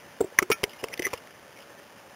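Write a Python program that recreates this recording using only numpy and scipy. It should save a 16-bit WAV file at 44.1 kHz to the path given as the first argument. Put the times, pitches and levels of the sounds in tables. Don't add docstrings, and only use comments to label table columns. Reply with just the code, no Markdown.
import sys
import numpy as np
from scipy import signal
from scipy.fft import rfft, irfft, next_fast_len
from scipy.io import wavfile
from scipy.ndimage import uniform_filter1d, map_coordinates

SR = 44100
rng = np.random.default_rng(int(sys.argv[2]) if len(sys.argv) > 2 else 0)


def ratio_of_db(decibels):
    return 10 ** (np.asarray(decibels, float) / 20)


def dump_mix(stems):
    frames = np.atleast_2d(stems).T
    limited = np.clip(frames, -1, 1)
    pcm = np.round(limited * 32767).astype(np.int16)
    wavfile.write(sys.argv[1], SR, pcm)


N = 94815
CRACK_HZ, CRACK_WIDTH_HZ = 2800, 1450


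def unit(x):
    return x / np.sqrt(np.mean(x ** 2) + 1e-20)


def wobble(rate, size):
    knots = rng.standard_normal(int(size * rate / SR) + 4)
    return map_coordinates(knots, [np.arange(size) * rate / SR])


def filtered(x, response):
    m = next_fast_len(len(x) + 8192)
    return irfft(rfft(x, m) * response(np.fft.rfftfreq(m, 1 / SR)), m)[:len(x)]


def resonant(x, hz, width):
    return unit(filtered(x, lambda f: 1j * f * width / (hz * hz - f * f + 1j * f * width)))


def add(out, s, x):
    out[round(s * SR):][:len(x)] += x


def grit():
    grains_per_s, spread_db = 400, 2
    draw = rng.random((2, N))
    struck = draw[0] < grains_per_s / SR
    size = ratio_of_db(-spread_db * np.log(draw[1] + 1e-9))
    return struck * size * rng.choice([-1, 1], N)


def water():
    # f/Hz, level/dB
    rush_spectrum = [(18, -87), (30, -9.5), (102, -4.5), (312, -3.5), (575, -3), (1330, -6.5), (1690, -6.5),
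                     (3050, -11), (3900, -11), (5070, -52), (8580, -120)]
    # f/Hz, bandwidth/Hz, level/dB
    shell_modes = [
        (571.2, 37.7, 8.5),
        (870.4, 82, 3.5),
        (1767.4, 69, 6),
        (3000, 370, 3),
    ]
    # t/s, added level/dB
    stirring = [(0, 1), (.2, 0.5), (.48, 0), (.6, 2.5), (.72, 0.5), (.77, 2), (.9, 2), (1.1, 3.5), (1.3, 0),
                (1.6, 1), (2.15, 0)]
    water_db, patchy_db, grit_db, gurgle_db = -50, 1.3, -6.5, .6

    z = signal.stft(rng.standard_normal(N), nperseg=512)[2]
    patches = uniform_filter1d(rng.standard_normal(z.shape), 4, 0)
    patches = unit(uniform_filter1d(patches, 6, 1))
    rush = signal.istft(z * ratio_of_db(patchy_db * patches), nperseg=512)[1][:N]
    rush = unit(rush) + ratio_of_db(grit_db) * unit(grit())

    hz, db = np.transpose(rush_spectrum)

    def colour(f):
        peaks = sum(gain_db / (1 + ((f - centre) / width * 2) ** 2) for centre, width, gain_db in shell_modes)
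        return ratio_of_db(np.interp(np.log(f + 1), np.log(hz + 1), db) + peaks)

    rush = unit(filtered(rush, colour))
    stir_db = np.interp(np.arange(N) / SR, *np.transpose(stirring))
    return ratio_of_db(water_db + stir_db + gurgle_db * wobble(30.15, N)) * rush


def lurches():
    # t/s, peak level/dB, push length/s
    lurch_table = [
        (.390, -30, 0.0021),
        (.426, -46.5, 0.0037),
        (.515, -36, 0.0035),
        (.637, -22, 0.00465),
        (.841, -32, 0.00216),
        (.997, -36, 0.0022),
        (1.136, -30.5, 0.0031),
    ]
    out, t = np.zeros(N + SR), np.arange(SR // 20) / SR
    for s, db, length in lurch_table:
        add(out, s, ratio_of_db(db) * np.e * t / length * np.exp(-t / length))
    return out[:N]


def creaks():
    # t/s, length/s, final level/dB, f/Hz
    creak_table = [(.376, .008, -49, 2300), (.924, .016, -41, 2060), (1.034, .012, -42, 2300),
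                   (1.099, .034, -50, 2350), (.692, .026, -48, 2950), (.786, .026, -48, 2900),
                   (1.150, .030, -54, 2900), (1.558, .03, -55, 2200), (1.615, .02, -55, 3000),
                   (.335, .02, -55, 1750), (1.59, .04, -59, 2600)]
    swell_db, width_hz, slip_db, release_t60 = -1.5, 233, 4.5, 0.0185
    out, t = np.zeros(N + SR), np.arange(SR // 8) / SR
    for s, length, db, hz in creak_table:
        slips = rng.standard_normal(len(t)) * ratio_of_db(slip_db * wobble(370, len(t)))
        tone = resonant(slips, hz, width_hz)
        swell = swell_db * (np.minimum(t / length, 1) - 1)
        release = -60 * np.maximum(t - length, 0) / release_t60
        onset = np.minimum(t / 0.0035, 1)
        add(out, s, ratio_of_db(db + swell + release) * onset * tone)
    return out[:N]


def stiff_impacts(rows, rise, crack_db, rough, spike_db):
    spike_s = .00008
    out, t = np.zeros(N + SR), np.arange(SR // 12) / SR
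    for s, db, hz, t60 in rows:
        shape = (1 - np.exp(-(t / rise) ** 2)) * ratio_of_db(-60 * t / t60)
        shape = shape / shape.max()
        ring = np.sin(2 * np.pi * (hz * t + rough * wobble(482, len(t))))
        crack = ratio_of_db(crack_db) * resonant(wobble(9053, len(t)), CRACK_HZ, CRACK_WIDTH_HZ)
        u = (t - rise) / spike_s
        spike = ratio_of_db(spike_db) * (u * u - 1) * np.exp(-u * u / 2)
        add(out, s - rise, ratio_of_db(db) * (shape * (ring + crack) + spike))
    return out[:N]


def seam_snaps():
    # t/s of the peak, peak level/dB, f/Hz, t60/s
    snap_table = [(.2060, -43, 2054, 0.024), (.2105, -40, 2197, 0.0214), (.2385, -47.5, 2023, 0.033),
                  (.3867, -17, 2100, 0.004), (.3899, -12, 2800, .007), (.3925, -19, 2373, 0.0086),
                  (.4246, -32.5, 2620, 0.0095), (.4262, -23.5, 2222, 0.0255), (.4283, -34.5, 2300, 0.0137),
                  (.4195, -41, 2220, 0.0226), (.5016, -33, 2260, 0.027), (.5072, -32, 2110, 0.025),
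                  (.5125, -32.5, 2070, 0.0156), (.6333, -25, 2800, 0.0098), (.6365, -31.5, 2630, 0.0115),
                  (.6382, -19, 2290, 0.0088), (1.5900, -38.5, 2280, 0.0082), (.6404, -18.5, 3000, 0.0035),
                  (.6378, -22, 3800, 0.0066), (.6422, -30, 2714, 0.0063), (.6462, -29, 2090, 0.0196),
                  (.6438, -30, 2700, 0.0076), (.7166, -44.5, 2827, 0.049), (.7328, -37, 3000, 0.012),
                  (.8404, -23.5, 2663, 0.0097), (.8345, -41.5, 3000, 0.0138), (.8464, -34, 2658, 0.019),
                  (.8845, -35, 2184, 0.018), (.9330, -45, 2550, 0.014), (.9387, -25.5, 2725, 0.0131),
                  (.9405, -34, 2146, 0.0091), (.9445, -45, 2770, 0.0095), (.9759, -29, 3570, 0.0093),
                  (.9937, -26.5, 3244, 0.0083), (.9965, -32.5, 3200, 0.0074), (1.0220, -27, 2043, 0.0227),
                  (1.0278, -32, 2820, 0.0114), (1.0778, -38, 2210, 0.0214), (1.0878, -36.5, 2880, 0.0113),
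                  (1.1327, -33, 2405, 0.0109), (1.1345, -36, 2294, 0.011), (1.1364, -23, 2420, 0.0079),
                  (1.1392, -34.5, 2160, 0.014), (1.1448, -37.5, 2350, 0.0154), (1.1764, -37.5, 2850, 0.027),
                  (1.2730, -41, 1856, 0.0145), (1.3075, -44.5, 1683, 0.02), (1.5225, -47, 3000, 0.0093),
                  (1.5275, -48, 3000, .01), (1.604, -39.5, 2900, 0.012), (1.609, -55.5, 2280, 0.0094),
                  (.397, -36, 1997, 0.042), (.4035, -39.5, 2210, 0.0295), (1.6325, -52, 2000, 0.0072),
                  (1.672, -42.5, 3000, 0.0076)]
    return stiff_impacts(snap_table, rise=.0004, crack_db=-5, rough=.1, spike_db=-5.5)


def button_ticks():
    # t/s of the peak, peak level/dB, f/Hz, t60/s
    tick_table = [(.3892, 1, 1971, 0.00473), (.6397, -11, 3000, 0.00544), (.6399, -17.5, 2165, 0.00855),
                  (1.0452, -27, 1950, 0.013), (1.0425, -29, 2015, .015), (.7338, -42.5, 2142, 0.055),
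                  (.8398, -22.5, 1948, 0.0076), (.9180, -43, 2043, 0.026), (.9344, -33.5, 1990, 0.0296),
                  (.9780, -36.5, 2016, 0.023), (.9950, -23.5, 2014, 0.0182), (1.0278, -32, 2052, 0.0414),
                  (1.0492, -23, 2030, 0.02), (1.0527, -17.5, 2003, 0.0263), (1.0581, -21, 2030, 0.028),
                  (1.0685, -18, 1936, 0.0078), (1.0742, -29.5, 2077, 0.0126)]
    return stiff_impacts(tick_table, rise=0.0012712, crack_db=-21, rough=0.08, spike_db=-7)


def lid_taps():
    # t/s of the peak, peak level/dB, f/Hz, t60/s
    tap_table = [(.2066, -29.5, 1344, 0.0171), (.3902, -12.5, 1126, 0.0079), (.3908, -14.5, 1515, 0.01),
                 (.3948, -18.5, 1190, 0.0091), (.3995, -30.5, 1249, 0.032), (.4262, -21.5, 1305, 0.0205),
                 (.5021, -21, 1009, 0.0104), (.5071, -24, 1125, 0.0076), (.6348, -22.5, 972, 0.0057),
                 (.6395, -37, 981, 0.0585), (.8424, -24, 1068, 0.0096), (1.0680, -29, 1181, 0.031),
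                 (1.0736, -31, 1215, 0.036), (1.1331, -22.5, 965, 0.0068), (1.1369, -24.5, 902, 0.0087),
                 (1.1405, -32.5, 1107, 0.0225)]
    return stiff_impacts(tap_table, rise=0.000687, crack_db=-16.5, rough=.08, spike_db=-34)


def catch():
    # delay t/s, level/dB
    chatter_table = [
        (0, 2),
        (.0033, -2),
        (.0062, -4),
        (0.012, -12),
    ]
    # f/Hz, level/dB, t60/s
    catch_modes = [
        (1358.3, -6, 0.1154),
        (1796, -18.5, 0.099),
        (2278, 0, 0.07),
        (2465, -8, 0.0904),
        (2950, -2, 0.02),
        (3132, -21, 0.134),
        (3426, -33, 0.043),
    ]
    catch_s, catch_db, flutter_db, rough_cycles = .5158, -20.5, 1.5, .07
    out, t = np.zeros(N + SR), np.arange(SR // 5) / SR
    for delay, hit_db in chatter_table:
        ring = np.zeros(len(t))
        for hz, db, t60 in catch_modes:
            unsteady = (hz / 2000) ** 2
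            shape = ratio_of_db(db + flutter_db * unsteady * wobble(247, len(t)) - 60 * t / t60)
            cycles = hz * t + rough_cycles * unsteady * wobble(142.6, len(t))
            ring += shape * np.sin(2 * np.pi * cycles)
        crack = resonant(wobble(8652, len(t)), CRACK_HZ, CRACK_WIDTH_HZ)
        crack = 1.453 * ratio_of_db(-60 * t / 0.0244) * crack
        add(out, catch_s + delay, ratio_of_db(catch_db + hit_db) * (ring + crack))
    return out[:N]


def knocks():
    # t/s, peak level/dB, f/Hz, finger contact/s
    knock_table = [(0.2059, -16.5, 406, 0.00837), (0.21, -13.5, 408.3, 0.00352),
                   (0.223, -25.5, 376, 0.00414), (0.2346, -40.5, 392.5, 0.009), (0.2436, -25, 373, 0.00516),
                   (.2395, -40.5, 636, 0.00186), (0.387, -28.5, 364.3, 0.00365),
                   (0.4176, -37.5, 397, 0.00165), (0.4201, -22.5, 398, 0.0007),
                   (0.4216, -26.5, 390.6, 0.00133), (0.4249, -20, 359.4, 0.00479),
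                   (0.4391, -38.5, 387, 0.0043), (0.5013, -16, 423.4, 0.00673),
                   (0.5162, -23, 324.4, 0.00126), (.6330, -22.5, 454, 0.00047),
                   (0.6381, -19.5, 414, 0.00367), (.83, -35, 495.3, 0.00198),
                   (0.8332, -30.5, 404.6, 0.00286), (0.841, -22, 458, 0.00161), (.9010, -39, 448, 0.003),
                   (0.9169, -38.5, 498, .0005), (.9235, -41, 461, .001), (0.9341, -37.5, 513, 0.00096),
                   (.9432, -47, 400, .003), (0.9758, -39.5, 560, 0.00091), (.9940, -27.5, 404, 0.00062),
                   (0.9975, -20.5, 365, 0.00341), (1.022, -32, 538, 0.00059), (1.051, -38, 440, 0.0018),
                   (1.057, -37.5, 414, 0.0026), (1.0280, -37.5, 423, 0.0026), (1.0646, -28.5, 396, 0.00726),
                   (1.0730, -32, 435, 0.00224), (1.1320, -31, 486, 0.00071), (1.1352, -27.5, 477.7, 0.0066),
                   (1.2550, -50, 570.6, 0.02), (.6760, -42.5, 585, 0.00294), (.7000, -47, 582, 0.0034),
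                   (.3240, -42, 489, 0.002)]
    rise_s, t60, tail_db, tail_t60 = 0.0005, 0.01915, -21.5, 0.17
    sag, sag_s, wander = 0.1486, 0.0037, .015
    buzz_db, push_db = -16, -6
    out, t = np.zeros(N + SR), np.arange(SR // 8) / SR
    for s, db, hz, hold in knock_table:
        free = np.maximum(t - hold, 0)
        decay = ratio_of_db(-60 * free / t60) + ratio_of_db(tail_db - 60 * free / tail_t60)
        shape = (1 - np.exp(-t / rise_s)) * decay
        bend = sag * min(hold / 0.01004, 1) ** 2 * np.exp(-t / sag_s)
        pitch = hz * (1 + bend + wander * wobble(132.3, len(t)))
        swing = shape * np.sin(2 * np.pi * np.cumsum(pitch) / SR)
        buzz = ratio_of_db(buzz_db) * shape * unit(wobble(2012, len(t)))
        u = t * hz * 3.67
        push = ratio_of_db(push_db) * u * (2 - u) * np.exp(-u)
        add(out, s, ratio_of_db(db) * (swing + buzz + push))
    return out[:N]


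def scene():
    plastic = lid_taps() + button_ticks() + seam_snaps()
    return (water() + lurches() + creaks() + plastic + catch() + knocks())[None]


def roll_off(x):
    return signal.sosfilt(signal.butter(12, 16230, fs=SR, output="sos"), x)


def record(dry):
    edge_hz, edge_width_hz, low_cut_hz = 3995, 691, 70
    sample_hz, top_hz, top_leak_db = 8000, 15750, -18.5

    def input_band(f):
        low = (f / low_cut_hz) ** 3
        high = 1 + np.exp(np.clip((f - edge_hz) / edge_width_hz, -40, 40))
        return low / (1 + low) / high

    x = filtered(dry[0], input_band)
    steps = np.floor(np.arange(N) * sample_hz / SR) * SR / sample_hz
    held = np.clip(map_coordinates(x, [steps], order=3), -.9, .9)
    held = filtered(held, lambda f: np.where(f < top_hz, 1, ratio_of_db(top_leak_db)))
    return roll_off(np.clip(held, -1, 1)[None])


dry = scene()
out = record(dry)
dump_mix(out)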